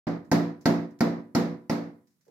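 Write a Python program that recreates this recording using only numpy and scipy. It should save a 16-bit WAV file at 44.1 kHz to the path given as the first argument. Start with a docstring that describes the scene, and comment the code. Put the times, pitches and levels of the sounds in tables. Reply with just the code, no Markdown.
"""A parrot knocks its beak on a hollow plastic stool in a small bare room, about three blows a second.
Each blow is a burst of noise for the crack, dying sines for the seat and the low room modes,
and fading noise for the diffuse echo. Faint claw ticks and soft steps are short noise bursts;
steady coloured noise is the air. The sound sets in during the echo of an earlier blow."""
import sys
import numpy as np
from scipy import signal
from scipy.io import wavfile

SR = 44100
rng = np.random.default_rng(int(sys.argv[2]) if len(sys.argv) > 2 else 0)


def gain_from_db(level_db):
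    """Turn a decibel level (scalar or array-like) into a linear amplitude factor."""
    decades = np.asarray(level_db, float) / 20
    return 10 ** decades


def master(y):
    """Save y as 16-bit WAV."""
    cut = np.clip(np.atleast_2d(y).T, -1, 1)
    pcm = np.round(cut * 32767)  # scale
    wavfile.write(sys.argv[1], SR, pcm.astype(np.int16))


N = 101429  # samples in the whole scene

# In all tables, t60 is the time to fade by 60 dB; pan is left minus right.
# Noise colours set only the balance of pitches; loudness is set apart.

# Colour of the room's air: f/Hz, level per hertz/dB
AIR_COLOUR = [(18, -37), (30, -17.5), (165, 4), (252, -11.5), (584, -19), (913, -23), (2060, -24),
              (2750, -28.5), (12300, -23), (16000, -26.5)]
# Soft steps on the seat: t/s, level/dB, t60/s
STEPS = [(2.2665, -59, 0.071), (2.281, -58, 0.57)]
# Colour of a soft step: f/Hz, level/dB
STEP_COLOUR = [(100, -22.5), (200, 5), (350, -1), (450, 8), (600, -4), (900, -9), (1250, -30), (1600, -25),
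               (3000, -34), (16000, -55)]
# Claw ticks: t/s, level/dB, t60/s, pan/dB
CLAW_TICKS = [(.2463, -74, 0.15, -11.5), (0.6098, -60, 0.17, 0), (0.9074, -70, 0.1, -8),
              (0.989, -57.5, 0.046, -3.5), (1.087, -58, 0.035, 3), (2.0712, -71.5, 0.16, -0.5),
              (2.104, -78.5, .4, 2), (2.209, -73.5, .2, -1), (2.252, -74, 0.21, -2.5),
              (2.2796, -68, 0.064, 2.5)]
# Colour of a claw tick: f/Hz, level/dB
TICK_COLOUR = [(300, -35), (1900, -2), (3000, -14.5), (5200, -1), (7300, -5), (8500, -18), (12000, -11.5),
               (16000, -15)]
# Colour of the diffuse echo: f/Hz, level per hertz/dB
ECHO_COLOUR = [(30, -24), (60, -30), (85, -37.5), (110, -29.5), (170, -7), (300, -12.5), (450, -9),
               (700, -13.5), (1000, -20.5), (1250, -20.5), (1500, -25), (2000, -24.5), (2500, -33),
               (3200, -38), (4000, -33), (5000, -33.5), (6500, -39.5), (7600, -44), (8600, -51.5),
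               (10500, -48), (12500, -47), (15500, -51.5)]
# How long the echo lasts before the extra sinking: f/Hz, t60/s
ECHO_FADE = [(60, 0.56), (160, 0.99), (420, 0.5), (800, 0.53), (1150, 0.54), (1900, 0.52), (2900, 0.44),
             (5500, 0.39), (9000, 0.31), (14000, .3)]
# How alike left and right are in the echo, air, ticks and steps: f/Hz, likeness/0-1
ROOM_LIKENESS = [(60, 1), (300, 0.72), (600, 0.32), (900, 0.1), (1500, 0.033), (16000, 0.024)]
# Balance of the echo and the air: f/Hz, pan/dB
ROOM_PAN = [(60, -3), (500, -3.5), (1200, 0.1), (3000, -5.5), (6000, -3), (9000, 1.1), (14000, -4)]
# Extra sinking of echo and low modes after each blow: t after the blow/s, level/dB
SINKING = [(0, -0.5), (.195, -0.7), (.225, -4), (.27, -5.5), (.3, -6), (.4, -11.5), (.55, -20)]
# How much of that sinking each low mode takes: f/Hz, share
SINKING_SHARE = [(110, 3.3), (170, 2.9), (230, 1), (290, 1.88), (360, 0.92), (500, 1.5), (900, 0.64)]
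# Long low modes of the room and the hollow stool: f/Hz
LOW_MODE_HZ = [113, 135, 170, 202, 231.5, 258, 287, 332, 361.5, 398, 447, 490, 516, 571, 674, 690, 711, 804,
               835, 932, 990, 1120]
# Ring of each of those modes, before the extra sinking: level/dB, t60/s, pan/dB
LOW_MODE_RING = [(-16.5, 0.66, 0), (-15, .4, -4), (-2, 0.81, -4.5), (-4, 0.45, 2), (-1.5, 0.61, -1.5),
                 (0, 0.19, 1.5), (-2, 0.79, 0.1), (-10.5, 0.58, -1.5), (-12.5, 0.77, 2.5), (-10, .33, -2.5),
                 (-16, 0.13, -3), (-13.5, 0.76, 2.5), (-10.5, 0.19, 3), (-12, 0.13, 0), (-11.5, 0.46, -4),
                 (-17, .55, 1), (-9.5, 0.13, -5.5), (-31.5, 0.49, 2.5), (-24, .4, -5), (-16, 0.31, -0.5),
                 (-29, 0.82, 1.5), (-33, 0.34, -0.5)]
# Short modes of the seat: f/Hz, level struck mid-seat/dB, t60/s, change struck at the rim/dB
SEAT_MODES = [(228.4, 4.5, .08, 4), (308, 4.5, .03, 1), (468, -11.5, 0.057, 0.5), (694, -2.5, 0.062, -10),
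              (875, -4, 0.057, 4), (1036, -10.5, .035, -5), (1060, -11, 0.021, -2), (1346, -5, 0.049, 4.5),
              (1550, -0.5, 0.044, -9), (1925, 0, 0.03, -1.5), (2060, -10, .035, 3.5)]
# Colour of the brittle beak crack, before each blow's tilt: f/Hz, level per hertz/dB
CRACK_COLOUR = [(500, -15.5), (1300, -11.5), (2000, -10.5), (2600, -7), (3400, -19), (4400, 2.5),
                (5300, 1.5), (6500, -5.5), (7500, -11), (8700, -23.5), (10500, -16), (12300, -14.5),
                (14500, -17.5), (16000, -32.5)]
# How alike left and right are in the crack: f/Hz, likeness/0-1
CRACK_LIKENESS = [(500, .8), (2000, .6), (16000, .5)]
# Early reflections of the crack: t/s, level/dB
REFLECTIONS = [(.0022, -1.5), (.0036, 0.5), (.0052, -4), (.0075, -3), (.0098, -14), (.013, -6.5),
               (.0175, -9.5), (.021, -17.5), (.027, -16.5)]
# Blows: t/s, low ring level/dB, seat level/dB, crack level/dB, echo level/dB, echo tilt/dB per octave
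BLOWS = [(-.03, -19, -16, -22, -17.5, 0), (.315, -18, -19.5, -30.5, -20.5, 1.34),
         (.656, -18, -18.5, -26, -20.5, 0.8), (1.006, -19.5, -21, -29, -22, -0.26),
         (1.349, -20.5, -24.5, -33, -22, 1.3), (1.6963, -25.5, -26.5, -31, -26, 1.06)]
# Attack of each blow: nearness to the rim/0-1, crack tilt/dB per octave, crack t60/s
BLOW_ATTACKS = [(.1, .1, .015), (.1, 4.6, 0.029), (0.052, -0.5, 0.022), (.4, 0.8, 0.013), (.8, 0.9, 0.031),
                (.95, -3.5, 0.0092)]

TAIL = 40000  # samples of low ring and echo after each blow
SHORT = 8000  # samples of each crack, seat ring and claw tick
SPREAD_DB = 1.5  # random spread of mode levels from blow to blow


def read(points, hz):
    """Reads a table between its points, with pitch on a log scale."""
    f, value = np.transpose(points)
    return np.interp(np.log(hz + 1), np.log(f + 1), value)


def add(mix, s, sound):
    """Mixes a stereo sound in at time s; what falls outside the mix is left out."""
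    at = round(s * SR)
    sound = sound[:, max(-at, 0):]
    part = mix[:, max(at, 0):][:, :sound.shape[1]]
    part += sound[:, :part.shape[1]]


def pan(db):
    """Gains for left and right, db being left minus right."""
    return gain_from_db(np.array([[.5], [-.5]]) * db)


def noise(size, colour, t60, same, pan_table):
    """Stereo noise from short spectra; each pitch fades with its t60, starting at level 1 before panning."""
    frames, hz = size // 128 + 5, np.fft.rfftfreq(512, 1 / SR)
    a, b, c, d = rng.standard_normal((frames, 257, 4)).T
    same = np.clip(read(same, hz), -1, 1)[:, None]
    left = a + 1j * b
    # the right side shares part of the left side's noise
    right = same * left + np.sqrt(1 - same ** 2) * (c + 1j * d)
    spectra = np.array([left, right]) * gain_from_db(colour(hz))[:, None]
    steady = signal.istft(spectra[0], nperseg=512, noverlap=384)[1]
    level = np.sqrt(np.mean(steady ** 2))
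    fade = gain_from_db(-60 * np.arange(frames) * 128 / SR / t60(hz)[:, None])
    spectra *= pan(read(pan_table, hz))[:, :, None] * fade
    return signal.istft(spectra, nperseg=512, noverlap=384)[1][:, :size] / level


def burst(size, colour, same, db, t60, rise_s, pan_db):
    """Coloured noise that rises in a straight line and fades alike at all pitches."""
    t = np.arange(size) / SR
    sound = noise(size, lambda hz: read(colour, hz), lambda hz: 0 * hz + 100, same, [(1, 0), (2, 0.021)])
    return pan(pan_db) * gain_from_db(db - 60 * t / t60) * sound * np.minimum(t / rise_s, 1)


def ring(modes, t, spread_db, shift):
    """Dying sines, one row per mode, with random spread of level (dB) and pitch (share of it)."""
    hz, db, t60 = np.transpose(modes)[:3, :, None]
    a, b = rng.standard_normal((2, len(modes), 1))
    t = np.maximum(t, 0)
    level = gain_from_db(db + spread_db * a - 60 * t / np.maximum(t60, .002))
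    return level * np.sin(2 * np.pi * hz * (1 + shift * b) * t)


def room_air():
    """The quiet air of the room is coloured noise that practically never fades."""
    air_db = -76
    sound = noise(N, lambda hz: read(AIR_COLOUR, hz), lambda hz: 0 * hz + 1e6, ROOM_LIKENESS, ROOM_PAN)
    return gain_from_db(air_db) * sound


def soft_step(db, t60):
    """A soft step on the seat is a noise burst, a little stronger on the right."""
    return burst(4000, STEP_COLOUR, ROOM_LIKENESS, db, t60, 0.00183, -1.7)


def claw_tick(db, t60, pan_db):
    """A claw tick is a faint burst of noise that rises in about a millisecond."""
    return burst(SHORT, TICK_COLOUR, ROOM_LIKENESS, db, t60, 0.00094, pan_db)


def diffuse_echo(t, sink_db, echo_db, tilt_db):
    """Sound scattered around the room becomes noise that fades at its own pace for each pitch."""
    bass_hz, bass_db, rise_s = 260, -6.5, 0.0066
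    echo = noise(TAIL, lambda hz: read(ECHO_COLOUR, hz) + tilt_db * np.log2(1 + hz / 1000),
                 lambda hz: read(ECHO_FADE, hz), ROOM_LIKENESS, ROOM_PAN)
    # turn the echo's bass down, leaving more of it to the low modes
    bass = signal.sosfiltfilt(signal.butter(3, bass_hz, fs=SR, output="sos"), echo)
    echo = echo - (1 - gain_from_db(bass_db)) * bass
    return gain_from_db(echo_db + sink_db) * echo * (1 - np.exp(-t / rise_s))


def low_modes(t, sink_db, low_db):
    """The room and the hollow stool ring on at fixed low pitches, as dying sines."""
    lag_s, rise_s = 0.0016, 0.0012
    late = np.maximum(t - lag_s, 0)
    hz = np.array(LOW_MODE_HZ)
    db, t60, pan_db = np.transpose(LOW_MODE_RING)
    sign = np.where(hz == 258, -1, 1)  # one mode starts with a pull, the rest with a push
    rings = ring(np.transpose([hz, db, t60]), late, SPREAD_DB, 0)
    rings = rings * gain_from_db(read(SINKING_SHARE, hz)[:, None] * sink_db)
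    low = (pan(pan_db) * sign) @ rings  # sum of all modes for each side
    return gain_from_db(low_db) * low * (1 - np.exp(-late / rise_s))


def seat_ring(seat_db, rim):
    """The plastic seat rings briefly; the struck spot changes the strength of its modes.
    Their pitch varies a little at random."""
    start_s, rise_s, left_lag_s = .0008, 0.0019, .0001  # the seat answers just after the crack
    pitch_shift, pan_db = .03, -0.8
    t = np.arange(SHORT) / SR
    modes = [(f, db + rim * rim_db, t60) for f, db, t60, rim_db in SEAT_MODES]
    one_side = ring(modes, t - start_s, SPREAD_DB, pitch_shift).sum(0)
    seat = np.array([one_side] * 2) * (1 - np.exp(-t / rise_s))
    seat[0] = np.interp(t - left_lag_s, t, seat[0])  # the left side hears it later
    return pan(pan_db) * gain_from_db(seat_db) * seat


def beak_crack(crack_db, tilt_db, t60):
    """The beak's hard contact gives a dense noise burst, repeated by early reflections."""
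    left_lag_s, pan_db = .0004, -0.5
    colour = [(f, db + tilt_db * np.log2(f / 4000)) for f, db in CRACK_COLOUR]
    crack = burst(SHORT, colour, CRACK_LIKENESS, crack_db, t60, 0.00011, 0)
    taps = np.zeros((2, 1500))
    taps[0, round(left_lag_s * SR)] = taps[1, 0] = 1  # the right side hears the crack first
    for s, db in REFLECTIONS:
        # each side gets its own small random delay; both share a random sign
        at = round(s * SR) + rng.integers(0, 25, 2)
        taps[[0, 1], at] = gain_from_db(db) * rng.choice([-1, 1])
    return pan(pan_db) * signal.fftconvolve(crack, taps, axes=1)


def knock(low_db, seat_db, crack_db, echo_db, echo_tilt_db, rim, crack_tilt_db, crack_t60):
    """One blow cracks, rings the seat and sets the low modes and the echo going."""
    t = np.arange(TAIL) / SR
    sink_db = np.interp(t, *np.transpose(SINKING))
    blow = low_modes(t, sink_db, low_db) + diffuse_echo(t, sink_db, echo_db, echo_tilt_db)
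    add(blow, 0, beak_crack(crack_db, crack_tilt_db, crack_t60))
    add(blow, 0, seat_ring(seat_db, rim))
    return blow


def scene():
    """Steps, ticks and blows over the quiet air of the room."""
    mix = room_air()
    for s, db, t60 in STEPS:
        add(mix, s, soft_step(db, t60))
    for s, db, t60, pan_db in CLAW_TICKS:
        add(mix, s, claw_tick(db, t60, pan_db))
    for (s, *blow), attack in zip(BLOWS, BLOW_ATTACKS):
        add(mix, s, knock(*blow, *attack))
    return mix


def low_pass(x):
    """Removes everything above the highest recorded frequency."""
    return signal.sosfilt(signal.butter(12, 16820, fs=SR, output="sos"), x)


def record(dry):
    """The microphone trims the lowest and highest pitches; silence lasts until the sound sets in."""
    low_cut_hz, top_hz = 110, 16000
    start_s, rise_s = .0688, 0.0015
    cut = signal.sosfilt(signal.butter(2, low_cut_hz, "high", fs=SR, output="sos"), dry)
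    cut = signal.sosfilt(signal.butter(6, top_hz, fs=SR, output="sos"), cut)
    gate = np.clip((np.arange(N) / SR - start_s) / rise_s, 0, 1)
    return low_pass(cut * gate)


dry = scene()
out = record(dry)
master(out)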